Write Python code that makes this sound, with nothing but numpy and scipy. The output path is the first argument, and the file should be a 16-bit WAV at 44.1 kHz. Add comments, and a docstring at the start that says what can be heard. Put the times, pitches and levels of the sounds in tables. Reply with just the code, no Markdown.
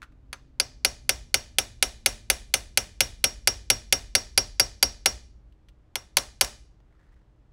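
"""A small hammer taps a steel punch into a pistol frame in a bench vice, about four taps a second, then three more.
Each tap is a burst of dense noise for the crack plus decaying sines for bench, vice, frame, punch and clear ring.
A small workshop answers with an echo of decaying noise; light touches click faintly, mostly in the pauses.
Behind lie still air, a low rumble that the blows top up, a steady hum and one that sinks in pitch.
Late on, a hand rustles on the wooden handle. A fast limiter holds down the loud attacks."""
import sys
import numpy as np
from scipy import signal
from scipy.fft import rfft, irfft, next_fast_len
from scipy.io import wavfile
from scipy.ndimage import uniform_filter1d, minimum_filter1d

SR = 44100
rng = np.random.default_rng(int(sys.argv[2]) if len(sys.argv) > 2 else 0)


def digitize_waveform(pressure):
    """Quantize a signal to 16-bit integers and store it at the path in sys.argv[1].

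    Rows of a 2-D input are taken as channels; values are limited to [-1, 1].
    """
    field = np.atleast_2d(pressure).T
    bounded = np.clip(field, -1, 1)
    quanta = np.round(bounded * 32767).astype(np.int16)
    wavfile.write(sys.argv[1], SR, quanta)


N = 331632
TIME = np.arange(N) / SR
AFTER = TIME[:SR]  # seconds since a blow

# hammer taps: t/s, blow level/dB, how firmly the punch's tip is seated (0-1)
HAMMER_TAPS = [(0.329, -17.5, 0.38), (0.5995, -3, 0.87), (0.8482, 1.5, 0.55), (1.0925, 2.5, 0.31),
               (1.3423, 2.5, 0.35), (1.5846, 3, 0.13), (1.8256, 3.5, 0.15), (2.0604, 4.5, 0.03),
               (2.3003, 4.5, 0), (2.5396, 3.5, 0.03), (2.7738, 3.5, 0.1), (3.0057, 4.5, 0),
               (3.241, 3.5, 0.33), (3.4737, 3, 0.59), (3.7011, 4, 0.38), (3.9252, 4, 0.39),
               (4.1512, 3.5, .62), (4.3765, 2.5, 0.87), (4.5973, 3, 0.94), (4.827, 2.5, .92),
               (5.0588, 3.5, 0.69), (5.9556, -7.5, 0.1), (6.1695, 2, .5), (6.4105, 4.5, 0.43)]
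# how far the blows land off the punch's line, as a curve over time: t/s, slant (0-1)
BLOW_SLANT = [(.33, 0.7), (.6, 0.1), (5.1, 0.04), (5.95, 0.98), (6.17, 0.8), (6.41, .7)]


def amp(db):
    """Decibels to gain."""
    return 10 ** (np.asarray(db) / 20)


def unit(x):
    """Scale to rms 1."""
    return x / np.sqrt(np.mean(x ** 2))


def curve_at(s, curve):
    """Read a (t/s, value) curve at time s, with straight lines between its points."""
    times, values = np.transpose(curve)
    return np.interp(s, times, values)


def add(out, s, sound):
    """Mix a sound in at time s."""
    i = max(int(s * SR), 0)
    out[i:i + len(sound)] += sound[:N - i]


def fade(t60):
    """Free decay after a blow, down 60 dB in t60 seconds."""
    return np.exp(-np.log(1000) * AFTER / t60)


def colour(x, points):
    """Filter by an f/Hz, level/dB outline; minimum phase, so nothing sounds before the blow."""
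    hz, db = np.transpose(points)
    size = next_fast_len(len(x) + 4096)
    size += size % 2
    bins = np.maximum(np.arange(size // 2 + 1) * SR / size, 1)
    outline_db = np.interp(np.log(bins), np.log(hz), db)
    # folding the cepstrum onto positive times gives the minimum phase
    cepstrum = irfft(np.log(amp(outline_db)))
    cepstrum[1:size // 2] *= 2
    cepstrum[size // 2 + 1:] = 0
    response = np.exp(rfft(cepstrum))
    return irfft(rfft(x, size) * response)[:len(x)]


def band(x, lo_hz, hi_hz):
    """Band-pass."""
    return signal.sosfilt(signal.butter(2, [lo_hz, hi_hz], "band", fs=SR, output="sos"), x)


def still_air(level_db=-63):
    """Still air of the shop: steady noise, weaker towards the treble."""
    # relative outline of the noise: f/Hz, level/dB per Hz
    air = [(40, -8), (110, -7), (200, -16.5), (400, -22.5), (800, -26.5), (1600, -34), (3500, -42),
           (8000, -51.5), (15000, -67.5)]
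    return amp(level_db) * unit(colour(rng.standard_normal(N), air))


def rumble(start_db=-52.5, fall_db_per_s=0.8, shudder_t60_s=2):
    """A low rumble that slowly eases; every blow tops it up with a shudder of the bench."""
    power = amp(start_db - fall_db_per_s * TIME) ** 2
    for s, blow_db, _ in HAMMER_TAPS:
        # a slanted blow shakes the bench less
        shudder_db = -50 + blow_db - 8.5 * curve_at(s, BLOW_SLANT)
        add(power, s, (amp(shudder_db) * fade(shudder_t60_s)) ** 2)
    outline = [(10, -15), (28, -3), (52, 4.5), (80, -6.5), (115, -17.5), (170, -19.5), (400, -28), (1500, -68)]
    low = unit(colour(rng.standard_normal(N), outline))
    return low * np.sqrt(power)


def steady_hum():
    """Steady sine tones, each starting at a random point of its cycle."""
    # hum tones: f/Hz, rms level/dB
    tones = [(119, -71), (312, -77), (409, -85.5), (597, -85.5)]
    out = np.zeros(N)
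    for hz, db in tones:
        out += amp(db) * np.sqrt(2) * np.sin(2 * np.pi * (hz * TIME + rng.random()))
    return out


def sinking_hum(from_hz=133, to_hz=107.2, glide_s=1.6, peak_s=2.1):
    """A faint wavering tone and its octave glide down, swell slightly and fade away."""
    hz = to_hz + (from_hz - to_hz) * np.exp(-(TIME / glide_s) ** 2)
    phase = 2 * np.pi * np.cumsum(hz) / SR
    since = TIME - peak_s
    rise_db_per_s, fade_db_per_s = 3, 9
    db = -58 + np.minimum(rise_db_per_s * since, -fade_db_per_s * since)
    # tone and octave waver apart, by 2.5 dB rms
    low_db, high_db = (2.5 * unit(band(rng.standard_normal(N), 1, 12)) for _ in range(2))
    octave_db = -3.5  # against the low tone
    return amp(db + low_db) * np.sin(phase) + amp(db + high_db + octave_db) * np.sin(2 * phase)


def touches():
    """Light touches and rebounds on the frame: short noise bursts around one broad resonance."""
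    # touches of hammer and punch: t/s, level/dB before the decay, centre f/Hz, t60/s
    light_knocks = [(0.0187, -39.5, 1570, 0.025), (0.028, -41, 1490, 0.068), (.122, -63, 1450, 0.044),
                    (.33, -36, 1334, 0.065), (5.524, -65, 2993, 0.027), (5.686, -54.5, 2886, 0.045),
                    (6.184, -18.5, 3543, 0.02), (6.446, -21.5, 5260, 0.015), (6.803, -58, 898, .03),
                    (7.039, -70, 1700, .04), (7.142, -70, 3500, 0.021)]
    out = np.zeros(N)
    for s, db, hz, t60 in light_knocks:
        outline = [(hz / 4, -17), (hz / 1.5, -7), (hz, 0), (hz * 1.3, -7),
                   (hz * 2, -13), (hz * 6, -26), (hz * 12, -40)]
        burst = unit(colour(rng.standard_normal(SR), outline))
        add(out, s, amp(db) * burst * fade(t60))
    return out


def workshop(x, late_db=-49, early_db=-44, early_t60=0.077, gap_s=0.0064):
    """Quick reflections off the cluttered bench, then a diffuse tail with a decay time for each band."""
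    # the workshop's echo by band: centre f/Hz, level/dB, t60 of the tail/s
    room = [(100.3, 2.5, 0.37), (510, 6.5, 0.31), (1060, 2.5, 0.29), (2520, 0, 0.4), (4000, -1, .43),
            (6200, 0.5, 0.4), (8450, -6.5, 0.35), (12500, -13, 0.21), (16000, -15, .27)]
    hz, db, t60 = np.transpose(room)
    spectrum = rfft(rng.standard_normal(SR))  # one bin per Hz
    echo = np.zeros(SR)
    for weights, band_db, band_t60 in zip(np.eye(len(hz)), db, t60):
        share = np.interp(np.arange(len(spectrum)), hz, weights)  # overlapping bands
        decay = amp(late_db) * fade(band_t60) + amp(early_db) * fade(early_t60)
        echo += amp(band_db) * irfft(spectrum * share, SR) * decay
    onset = 1 - np.exp(-(AFTER / gap_s) ** 2)  # the echo starts softly, after the direct sound
    return signal.fftconvolve(x, echo * onset)[:N]


def ring(part, detune, rise_s, scatter_db, pitch=1):
    """One part's modes as decaying sines; pitch and strength scatter a little at random from tap to tap."""
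    # modes by part: f/Hz, level/dB, t60/s, before each tap's scatter
    # "knock" is the hollow note of blows off the punch's line, "shimmer" the overtones heard by way of the walls
    modes = { "bench": [(44.4, -46, 1), (57.4, -47.5, 0.94), (68, -45, .4), (94, -50.5, 0.74),
             (116.6, -47.5, 0.37), (190, -52, .15), (218.5, -52.5, 0.4), (278.3, -47.5, 0.17),
             (348, -51, 0.15), (387, -40.5, .08)], "vice": [(447.5, -40.5, 0.05), (538, -35, 0.11),
             (605, -53.5, 0.35), (681, -49.5, 0.26), (740, -47, 0.23), (783, -28, 0.044),
             (1310, -37.5, 0.085), (1516, -26.5, 0.034), (1646, -39.5, 0.093), (1703, -26.5, 0.03)],
             "knock": [(957, -37, 0.035), (1039.5, -35.5, 0.05)], "frame": [(2111, -17.5, 0.023),
             (2327, -19, 0.025), (2540, -20.5, 0.031), (2800, -27, 0.052), (3002, -26.5, 0.045),
             (3360, -25, .035), (3680, -25.5, .03), (4284, -16.5, 0.019), (6240, -25.5, 0.077),
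             (6710, -27, 0.024), (7100, -25, 0.0078), (7605, -28, 0.013), (8300, -28.5, 0.024),
             (9456, -18.5, 0.031)], "punch": [(4667, -15.5, 0.031), (4810, -18.5, 0.04),
             (11170, -19, 0.03)], "ring": [(5248, -27, .1), (5605, -19, .14), (5607, -53, .5)],
             "shimmer": [(9462, -30, .05), (11162, -33, .04), (14500, -41, .04)], }
    hz, db, t60 = np.transpose(modes[part])[:, :, None]
    shift, strength = rng.standard_normal((2, len(hz), 1))
    sign = (-1) ** np.arange(len(hz))[:, None]
    t = AFTER[:int(2 * t60.max() * SR)]
    mode_hz = hz * pitch * (1 + detune * shift)
    waves = sign * amp(db + scatter_db * strength) * np.sin(2 * np.pi * mode_hz * t)
    decay = np.exp(-np.log(1000) * t / t60)
    return np.sum(waves * decay, axis=0) * (1 - np.exp(-t / rise_s))


def taps(crack_db=-13, crack_t60=0.02, fresh=0.82, trade=0.15):
    """Returns the bare blows and the steel they set ringing: each part's modes and a crack of dense noise."""
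    # the hard contact's colour: f/Hz, level/dB per Hz
    crack = [(100, -23), (1100, -8.5), (2200, 3.5), (4500, 11), (7300, 7.5), (8700, 0), (10700, 8),
             (12200, -3), (15500, -8)]
    # how freely the fingers let the steel ring, as a curve over time: t/s, level/dB
    freedom = [(.33, -25.5), (.6, -3), (1.5, -5.5), (2.2, -10.5), (2.6, -8), (3.3, 0.5), (4.1, 0),
               (4.55, 3.5), (5.1, 0.5), (6.41, -6)]
    # a firmly seated punch passes more of the blow on, by part: level when loose/dB, gain when firm/dB
    seated = {"vice": (-0.48, 3.8), "knock": (-6.5, 9.5), "punch": (-10, 17.9)}
    blows, steel = np.zeros((2, N))
    same = rng.standard_normal(SR)  # the grain that all cracks share
    for s, blow_db, seating in HAMMER_TAPS:
        ring_db = curve_at(s, freedom)
        slant = curve_at(s, BLOW_SLANT)
        vice_db, knock_db, punch_db = (seated[part][0] + seated[part][1] * seating
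                                       for part in ("vice", "knock", "punch"))
        vice_db += 2 * slant
        knock_db += 15.5 * slant
        bench_db = 1 + 0.5 * ring_db  # a light grip also lets the bench shake more
        treble_db = -0.66 + 0.45 * blow_db + 4 * slant  # harder blows are brighter
        # the punch's note drops when it is loose or struck at a slant
        pitch = 1 - 0.025 * (1 - seating) - 0.044 * slant
        tone = [(200, bench_db), (650, vice_db), (1100, knock_db / 2), (2200, 0.00028),
                (3800, 0.00074), (4700, punch_db / 2), (9000, treble_db)]
        grain = unit(same + fresh * rng.standard_normal(SR)) * fade(crack_t60)
        # what goes into the hollow knock is lost to the frame's clank
        frame_db = -trade * max(knock_db, 0)

        add(blows, s, amp(blow_db) * colour(signal.unit_impulse(SR), tone))
        add(blows, s, amp(blow_db + treble_db) * ring("shimmer", detune=0.002, rise_s=0.001, scatter_db=2))
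        add(steel, s, amp(blow_db + crack_db) * colour(colour(grain, crack), tone))
        add(steel, s, amp(blow_db + bench_db) * ring("bench", detune=0.025, rise_s=0.0016, scatter_db=2.5))
        add(steel, s, amp(blow_db + vice_db) * ring("vice", detune=0.012, rise_s=0.00043, scatter_db=1))
        add(steel, s, amp(blow_db + knock_db) * ring("knock", detune=0.019, rise_s=0.001, scatter_db=2))
        add(steel, s, amp(blow_db + frame_db) * ring("frame", detune=0.0055, rise_s=0.00022, scatter_db=0.7))
        punch = ring("punch", detune=0.0059, rise_s=0.00058, scatter_db=0.5, pitch=pitch)
        add(steel, s, amp(blow_db + punch_db) * punch)
        add(steel, s, amp(blow_db + ring_db) * ring("ring", detune=0.0003, rise_s=0.001, scatter_db=0.5))
    return blows, steel


def rustle(middle_s=7.06, width_s=0.12, level_db=-73.5):
    """The hand shifts its grip once: skin rubs unevenly on the wooden handle, swelling and dying away."""
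    outline = [(150, -12), (500, -3), (1000, -4), (1900, 0), (2400, -13), (7000, -22), (15000, -36)]
    rub = unit(colour(rng.standard_normal(N), outline))
    catches_db = 4 * unit(band(rng.standard_normal(N), 12, 60))
    swell = np.exp(-((TIME - middle_s) / width_s) ** 2 / 2)
    return rub * amp(level_db + catches_db) * swell


def scene(thud_db=4, spread_db=14, ring_spread_db=-9):
    """The direct sound of the work at the vice, its echo off the walls and the shop's background."""
    background = still_air() + rumble() + steady_hum() + sinking_hum()
    knocks = touches()
    blows, steel = taps()
    thud = amp(thud_db) * band(blows, 120, 1000)
    # the walls gather sound from all sides of the steel, so their echo is an even wash with little of its ring
    echo = workshop(amp(spread_db) * blows + amp(ring_spread_db) * steel + knocks)
    return (steel + thud + knocks + echo + rustle() + background)[None]


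def record(dry, ceiling=0.6, top_hz=15700):
    """A fast limiter holds down attacks above its ceiling; a steep low-pass then cuts the top."""
    wanted = ceiling / np.maximum(np.abs(dry), ceiling)
    # the gain moves within 15 samples, dropping just ahead of each peak
    gain = uniform_filter1d(minimum_filter1d(wanted, size=15), size=15)
    low_pass = signal.ellip(10, 0.1, 100, top_hz, fs=SR, output="sos")
    return signal.sosfilt(low_pass, dry * gain)


dry = scene()
out = record(dry)
digitize_waveform(out)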